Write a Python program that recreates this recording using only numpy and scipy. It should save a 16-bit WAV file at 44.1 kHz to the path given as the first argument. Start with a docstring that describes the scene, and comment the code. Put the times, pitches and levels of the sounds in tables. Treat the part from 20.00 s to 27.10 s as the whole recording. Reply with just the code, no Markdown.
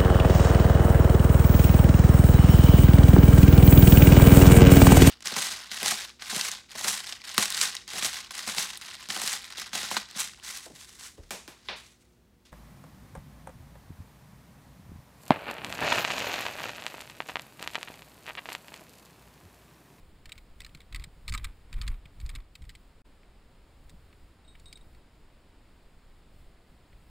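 """A climber tugs seven times on gear set in a crack, heard through a body-worn camera's closed plastic case.
For three seconds carabiners clack in the hand while each pull jolts the camera and rubs the sling, with a
thin sizzle on the hard ones. The sound cuts out for an instant. The climber moves on up with a bump and
sparse clacks, and from about 4.4 s a free carabiner rings. Light wind and hiss lie under it all."""
import sys
import numpy as np
from scipy import signal
from scipy.fft import rfft, irfft, next_fast_len
from scipy.io import wavfile
from scipy.ndimage import uniform_filter1d

SR = 44100
rng = np.random.default_rng(int(sys.argv[2]) if len(sys.argv) > 2 else 0)


def generate_wav(sig):
    """Save sig (samples, or channels by samples) to the path in sys.argv[1] as 16-bit PCM at SR."""
    pcm = np.round(np.clip(np.atleast_2d(sig).T, -1, 1) * 32767).astype(np.int16)
    wavfile.write(sys.argv[1], SR, pcm)


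N = 313095
TIME = np.arange(N) / SR
SLACK_WEIGHT_DB, TAUT_WEIGHT_DB = -4, 3.5  # a clack's body near 1 kHz, on a slack and a taut sling
# the arm jerks the sling taut, holds and lets go: start_s, end_s, jerk_db, let_go_db, rub_db
TUGS = [(0.27, 0.37, -47, -58, -76), (0.619, 0.746, -49, -49, -74), (0.956, 1.001, -33, -36, -61),
        (1.314, 1.466, -29, -34.5, -60), (1.757, 1.919, -29.5, -27, -58.5), (2.239, 2.384, -32, -36, -63.5),
        (2.631, 2.681, -40, -42, -84)]


def clack(weight_db, bright_db, heavy_db=0, chatter_t60_s=.022, contact_s=.00053, size=2048):
    """One hand-damped metal knock: the strike and its gritty micro-bounces excite gear and case."""
    # the ring of gear and case together: pitch_hz, level_db, t60_s
    modes = [(1074, -12, 0.021), (1250, -7.5, 0.026), (1572, -16, 0.054), (1963, -4, 0.023),
             (2260, -5, 0.0037), (2566, -11, 0.021), (3075, -6.5, 0.021), (3540, -12.5, 0.021),
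             (4065, 4.5, 0.009), (4490, -6, 0.016), (5080, -4, 0.018), (7560, 1, 0.0075), (8180, -5, 0.021),
             (9760, -0.5, 0.0065), (14200, -17, .008)]
    # tone of the bare contact: frequency_hz, level_db
    contact_eq = [(600, -36.5), (1100, -10), (1550, -11), (2250, 3), (2900, -6.5), (3700, 2.5), (5000, -3),
                  (7600, -6.5), (9000, -8.5), (9800, -13.5), (11500, -31), (14400, -10.5), (16000, -25)]
    t = np.arange(size) / SR
    grit = rng.standard_normal(size) * undb(4.5 * rng.standard_normal(size))
    bounces = unit(grit * fade(t, chatter_t60_s))
    strike = unit(rng.standard_normal(size) * fade(t, 12 * contact_s))
    force = (bounces + undb(-3) * strike) * (1 - np.exp(-t / contact_s))  # builds as the parts seat
    ring = np.zeros(size)
    for hz, db, t60 in modes:  # each blow lands on another spot, so the modes vary a little
        gain = undb(db + 3 * rng.standard_normal())
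        pitch_hz = hz * (1 + .015 * rng.standard_normal())
        ring += gain * fade(t, t60) * np.sin(2 * np.pi * (pitch_hz * t + rng.random()))
    body = signal.fftconvolve(force, ring)[:size]
    knock = unit(colour(force, contact_eq)) + undb(-4) * unit(body)
    low_db = weight_db + heavy_db  # heavy blows reach the low modes, glancing ones only the high
    tone = [(300, -33), (750, low_db / 2 - 11.5), (980, low_db), (1250, low_db), (1450, weight_db),
            (1750, 2.5), (2800, 2), (4500, bright_db), (10000, bright_db), (15000, bright_db / 2)]
    return unit(colour(knock, tone)) * np.sqrt(SR / 100 / size)  # the energy of 10 ms at rms 1


def gear(shake, gain_db=1.38, rebound_db=-6, taut_above_db=-39.5, heavy_above_db=-39.5):
    """Metal knocks on metal and rock and rebounds once; fuller on a taut sling or a hard blow."""
    # the knocks: start_s, level_db (before gain_db), rebound_after_s, brightness_db
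    knocks = [(0.256, -52, .002, -0.5), (0.2925, -53.5, .002, -5), (0.3195, -43, .005, -0.5),
              (0.3786, -53, 0.0054, -4), (0.604, -46, .013, -1), (0.6472, -46.5, .016, -3.5),
              (0.748, -50.5, 0.0017, 0.5), (0.804, -55, 0.012, -6.5), (0.925, -50.5, .003, -4),
              (0.9465, -41, 0.0014, -4.5), (0.9589, -44.5, .002, 3), (0.9965, -52.5, 0.027, -4),
              (1.039, -45, .002, -2.5), (1.2793, -38.5, 0.0085, -2), (1.2946, -43.5, 0.0016, 9),
              (1.323, -41.5, .002, 5), (1.3384, -38.5, .004, 4), (1.348, -34, 0.00204, -0.5),
              (1.3763, -42.5, .004, .5), (1.4436, -39, 0.0067, 2.5), (1.7278, -47, 0.011, -4.5),
              (1.8143, -41, .004, -0.5), (1.832, -58, .003, -4), (1.867, -56, 0.0025, -4),
              (1.8775, -40, 0.0022, -0.5), (2.055, -56, .002, -11.5), (2.2007, -55, 0.011, 3.5),
              (2.262, -53, 0.0018, 11), (2.292, -46, 0.0068, -0.5), (2.3514, -47, .003, 1),
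              (2.358, -47.5, .002, 0), (2.5532, -49.5, 0.0025, -1.5), (2.62, -60, 0.0025, 0),
              (2.693, -49.5, 0.0081, -1.5), (2.7511, -53.5, .005, -2), (3.231, -67, 0.0028, -16),
              (3.8946, -57, 0.0071, 7), (4.1272, -64, 0.0035, -12), (4.552, -59, 0.0029, -13),
              (4.597, -62, .003, 12), (4.6575, -59, 0.025, 9), (4.7272, -47.5, 0.0021, 9),
              (4.772, -59, .003, 2), (4.9477, -66.5, .003, 0), (6.9273, -66, .004, -21)]
    out = np.zeros(N)
    taut = np.tanh(shake / undb(taut_above_db))
    for s, db, rebound_s, bright_db in knocks:
        weight_db = SLACK_WEIGHT_DB + (TAUT_WEIGHT_DB - SLACK_WEIGHT_DB) * taut[int(s * SR)]
        heavy_db = 2.5 * max(db - heavy_above_db, 0)
        for lag_s, drop_db in ((0, 0), (rebound_s, rebound_db)):
            add(out, s + lag_s, undb(db + gain_db + drop_db) * clack(weight_db, bright_db, heavy_db))
    return out


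def shaking(rise_s=.024, sag_db=-6, let_go_t60_s=.2, settle_db=-19, settle_t60_s=.94):
    """Envelope of the camera's sway: a jolt at each jerk, a sag in the hold, a jolt on letting go."""
    out = np.zeros(N)
    for start, end, jerk_db, let_go_db, _ in TUGS:
        progress = np.clip((TIME - start) / (end - start), 0, 1)
        db = jerk_db + (let_go_db - jerk_db) * progress + sag_db * np.sin(np.pi * progress) ** 2
        pull = held(start, end, rise_s, let_go_t60_s)
        settle = undb(settle_db) * held(start, end, rise_s, settle_t60_s)  # the body sways on
        out += undb(db) * np.maximum(pull, settle)
    return out


def camera_sway(shake):
    """Each pull rocks the camera on its mount with a deep rumble."""
    # tone of the rumble: frequency_hz, level_db
    rumble_eq = [(12, -9.5), (23, 0.5), (34, -2.5), (47, -1), (72, -14.5), (120, -20), (200, -35.5),
                 (330, -44), (700, -68.5)]
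    rumble = noise(rumble_eq)
    return rumble / np.sqrt(smooth(rumble ** 2, 1500)) * shake  # levelled, so the arm sets its size


def sling_rub(lag_s=.026, rise_s=.06, t60_s=.17, gain_db=-2, catch_db=4):
    """Sling and sleeve drag in small catches through each tug, a little behind the arm."""
    # tone of the friction: frequency_hz, level_db
    rub_eq = [(600, -20), (1100, 5), (1600, -2), (2250, 3.5), (2900, -9.5), (3600, -4), (5000, -28),
              (8000, -17), (10500, -14), (14500, -24)]
    slide = sum(undb(db) * held(start + lag_s, end + lag_s, rise_s, t60_s) for start, end, *_, db in TUGS)
    return noise(rub_eq) * slide * undb(gain_db + catch_db * walk(250))


def bumps(t60_s=.052):
    """Hand and foot land with dull, quickly damped thumps."""
    # the landings: start_s, level_db, pitch_hz
    thumps = [(0.751, -40, 155), (1.072, -39, 149), (1.347, -39, 212), (1.89, -51, 135), (2.057, -42, 135),
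              (2.62, -41.5, 110), (3.94, -43, 173)]
    out, t = np.zeros(N), np.arange(SR // 4) / SR
    for s, db, hz in thumps:
        add(out, s, undb(db) * np.sin(2 * np.pi * hz * t) * fade(t, t60_s))
    return out


def carabiner(contact_s=.00051):
    """A carabiner hanging free is nudged and rings until it touches something again."""
    # the nudges: start_s, level_db, t60_s
    nudges = [(4.448, -64, 0.07), (4.478, -59, 0.26), (4.657, -53.5, 0.22), (4.756, -47.5, 0.049),
              (4.811, -57, 0.039)]
    # its bending modes: pitch_hz, relative_db
    modes = [(3772, 4), (4129, -10), (7870, -18), (8228, -2.5)]
    out, t = np.zeros(N), np.arange(SR // 2) / SR
    for s, db, t60 in nudges:
        ring = sum(undb(mode_db) * np.sin(2 * np.pi * (hz * t + rng.random())) for hz, mode_db in modes)
        add(out, s, undb(db) * ring * fade(t, t60) * (1 - np.exp(-t / contact_s)))
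    return out


def jostle(ticks_per_s=24, max_ticks=8, level_db=-62.5, margin_s=.03):
    """The rack jostles in faint chance ticks while the arm pulls."""
    out = np.zeros(N)
    for start, end, *_ in TUGS:
        for k in range(max_ticks):
            s = start - margin_s + (k + rng.random()) / ticks_per_s
            tick = undb(level_db + .5 * rng.standard_normal()) * clack(TAUT_WEIGHT_DB, bright_db=-4)
            if s < end + margin_s:
                add(out, s, tick)
    return out


def sizzle(shake, pitch_hz=12030, width_hz=300, level_db=-75.5, onset_db=-38):
    """A thin, high sizzle sets in whenever the shaking is strong."""
    resonance = signal.iirpeak(pitch_hz, pitch_hz / width_hz, fs=SR)
    thin = signal.lfilter(*resonance, signal.lfilter(*resonance, rng.standard_normal(N)))
    return unit(thin) * np.tanh((shake / undb(onset_db)) ** 2) * undb(level_db)


def wind(gain_db=.5, gust_db=2):
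    """Light wind buffets the case in soft, low gusts."""
    # strength of the wind: time_s, level_db (before gain_db)
    strength = [(0, -54), (2.9, -56), (3.7, -54), (4.7, -53), (5.3, -56), (7.1, -55)]
    # tone of the buffeting: frequency_hz, level_db
    wind_eq = [(12, 1.5), (25, 3), (50, -1), (80, -6.5), (130, -12.5), (220, -22.5), (500, -43.5)]
    swell_db = np.interp(TIME, *np.transpose(strength))
    return noise(wind_eq) * undb(swell_db + gain_db + gust_db * walk(9))


def hiss(level_db=-63.17, dip_at_s=2.56, dip_half_s=.22, dip_db=-2.9):
    """An even bed of open air and hiss whose level dips once, briefly."""
    # tone of the bed: frequency_hz, level_db
    air_eq = [(88, -30), (150, -3.5), (294, -5), (850, -12.5), (918, -12.5), (1670, -16.5), (1950, -17),
              (3670, -21.5), (4910, -22.5), (5950, -26.5), (7500, -27.5), (12100, -36.5), (15000, -53)]
    dip = np.exp(-((TIME - dip_at_s) / dip_half_s) ** 2)
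    return noise(air_eq) * undb(level_db + dip_db * dip)


def case(x, leak_db=-13):
    """Sound that passes the case wall is notched; a little leaks around it."""
    # the bands the case cancels: centre_hz, width_hz
    notches = [(6020, 1610), (11900, 2030)]
    notched = x
    for hz, width_hz in notches:
        notched = signal.lfilter(*signal.iirnotch(hz, hz / width_hz, fs=SR), notched)
    return notched + undb(leak_db) * (x - notched)


def undb(db):
    """Decibels to gain."""
    return 10 ** (np.asarray(db) / 20)


def unit(x):
    """Scale to rms 1."""
    return x / np.sqrt(np.mean(x ** 2))


def fade(t, t60):
    """Exponential decay, 60 dB down after t60."""
    return np.exp(-np.log(1000) * t / max(t60, 1e-3))


def held(start, end, rise_s, t60):
    """Envelope that swells up to start, holds until end and dies away."""
    return np.exp(-np.maximum(start - TIME, 0) / rise_s) * fade(np.maximum(TIME - end, 0), t60)


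def add(out, s, x):
    """Mix x into out from time s on."""
    i = max(int(s * SR), 0)
    out[i:i + len(x)] += x[:max(N - i, 0)]


def gains(points, size):
    """Gain of each frequency bin, from (Hz, dB) points."""
    hz, db = np.transpose(points)
    bin_hz = np.maximum(np.arange(size // 2 + 1) * SR / size, 1)
    return undb(np.interp(np.log(bin_hz), np.log(hz), db))


def colour(x, points):
    """Minimum-phase EQ through (Hz, dB) points, built from the cepstrum."""
    size = len(x)
    cepstrum = irfft(np.log(gains(points, size)), size)
    cepstrum[1:size // 2] *= 2
    cepstrum[size // 2 + 1:] = 0
    return irfft(rfft(x) * np.exp(rfft(cepstrum)), size)


def noise(points):
    """Noise of rms 1, coloured by (Hz, dB) points."""
    size = next_fast_len(N, True)
    return unit(irfft(rfft(rng.standard_normal(size)) * gains(points, size), size)[:N])


def smooth(x, size):
    """Two moving averages of size samples."""
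    return uniform_filter1d(uniform_filter1d(x, size), size)


def walk(rate_hz):
    """Smooth random wobble of rms 1."""
    step = int(SR / rate_hz)
    levels = np.repeat(rng.standard_normal(N // step + 1), step)
    return unit(smooth(levels, step)[:N])


def scene():
    """Everything reaches one microphone inside the case; only a faint hiss adds width."""
    shake = shaking()
    metal = gear(shake) + jostle() + carabiner()
    movement = camera_sway(shake) + sling_rub() + bumps()
    mid = case(metal + movement + wind() + hiss()) + sizzle(shake)
    side_eq = [(30, -41), (150, -9.5), (500, -1), (3000, -1), (9000, -6.5), (12000, -62)]
    side = undb(-78.5) * case(noise(side_eq))
    return np.array([mid + side, mid - side])


def record(dry):
    """The sound drops out for an instant, and the top is cut."""
    drop_s, return_s, full_s, top_hz = 3.02, 3.042, 3.055, 15600
    gate = np.where(TIME < drop_s, 1, np.interp(TIME, [return_s, full_s], [.01, 1]))
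    return signal.sosfilt(signal.ellip(8, .2, 70, top_hz, fs=SR, output="sos"), dry * gate)


dry = scene()
out = record(dry)
generate_wav(out)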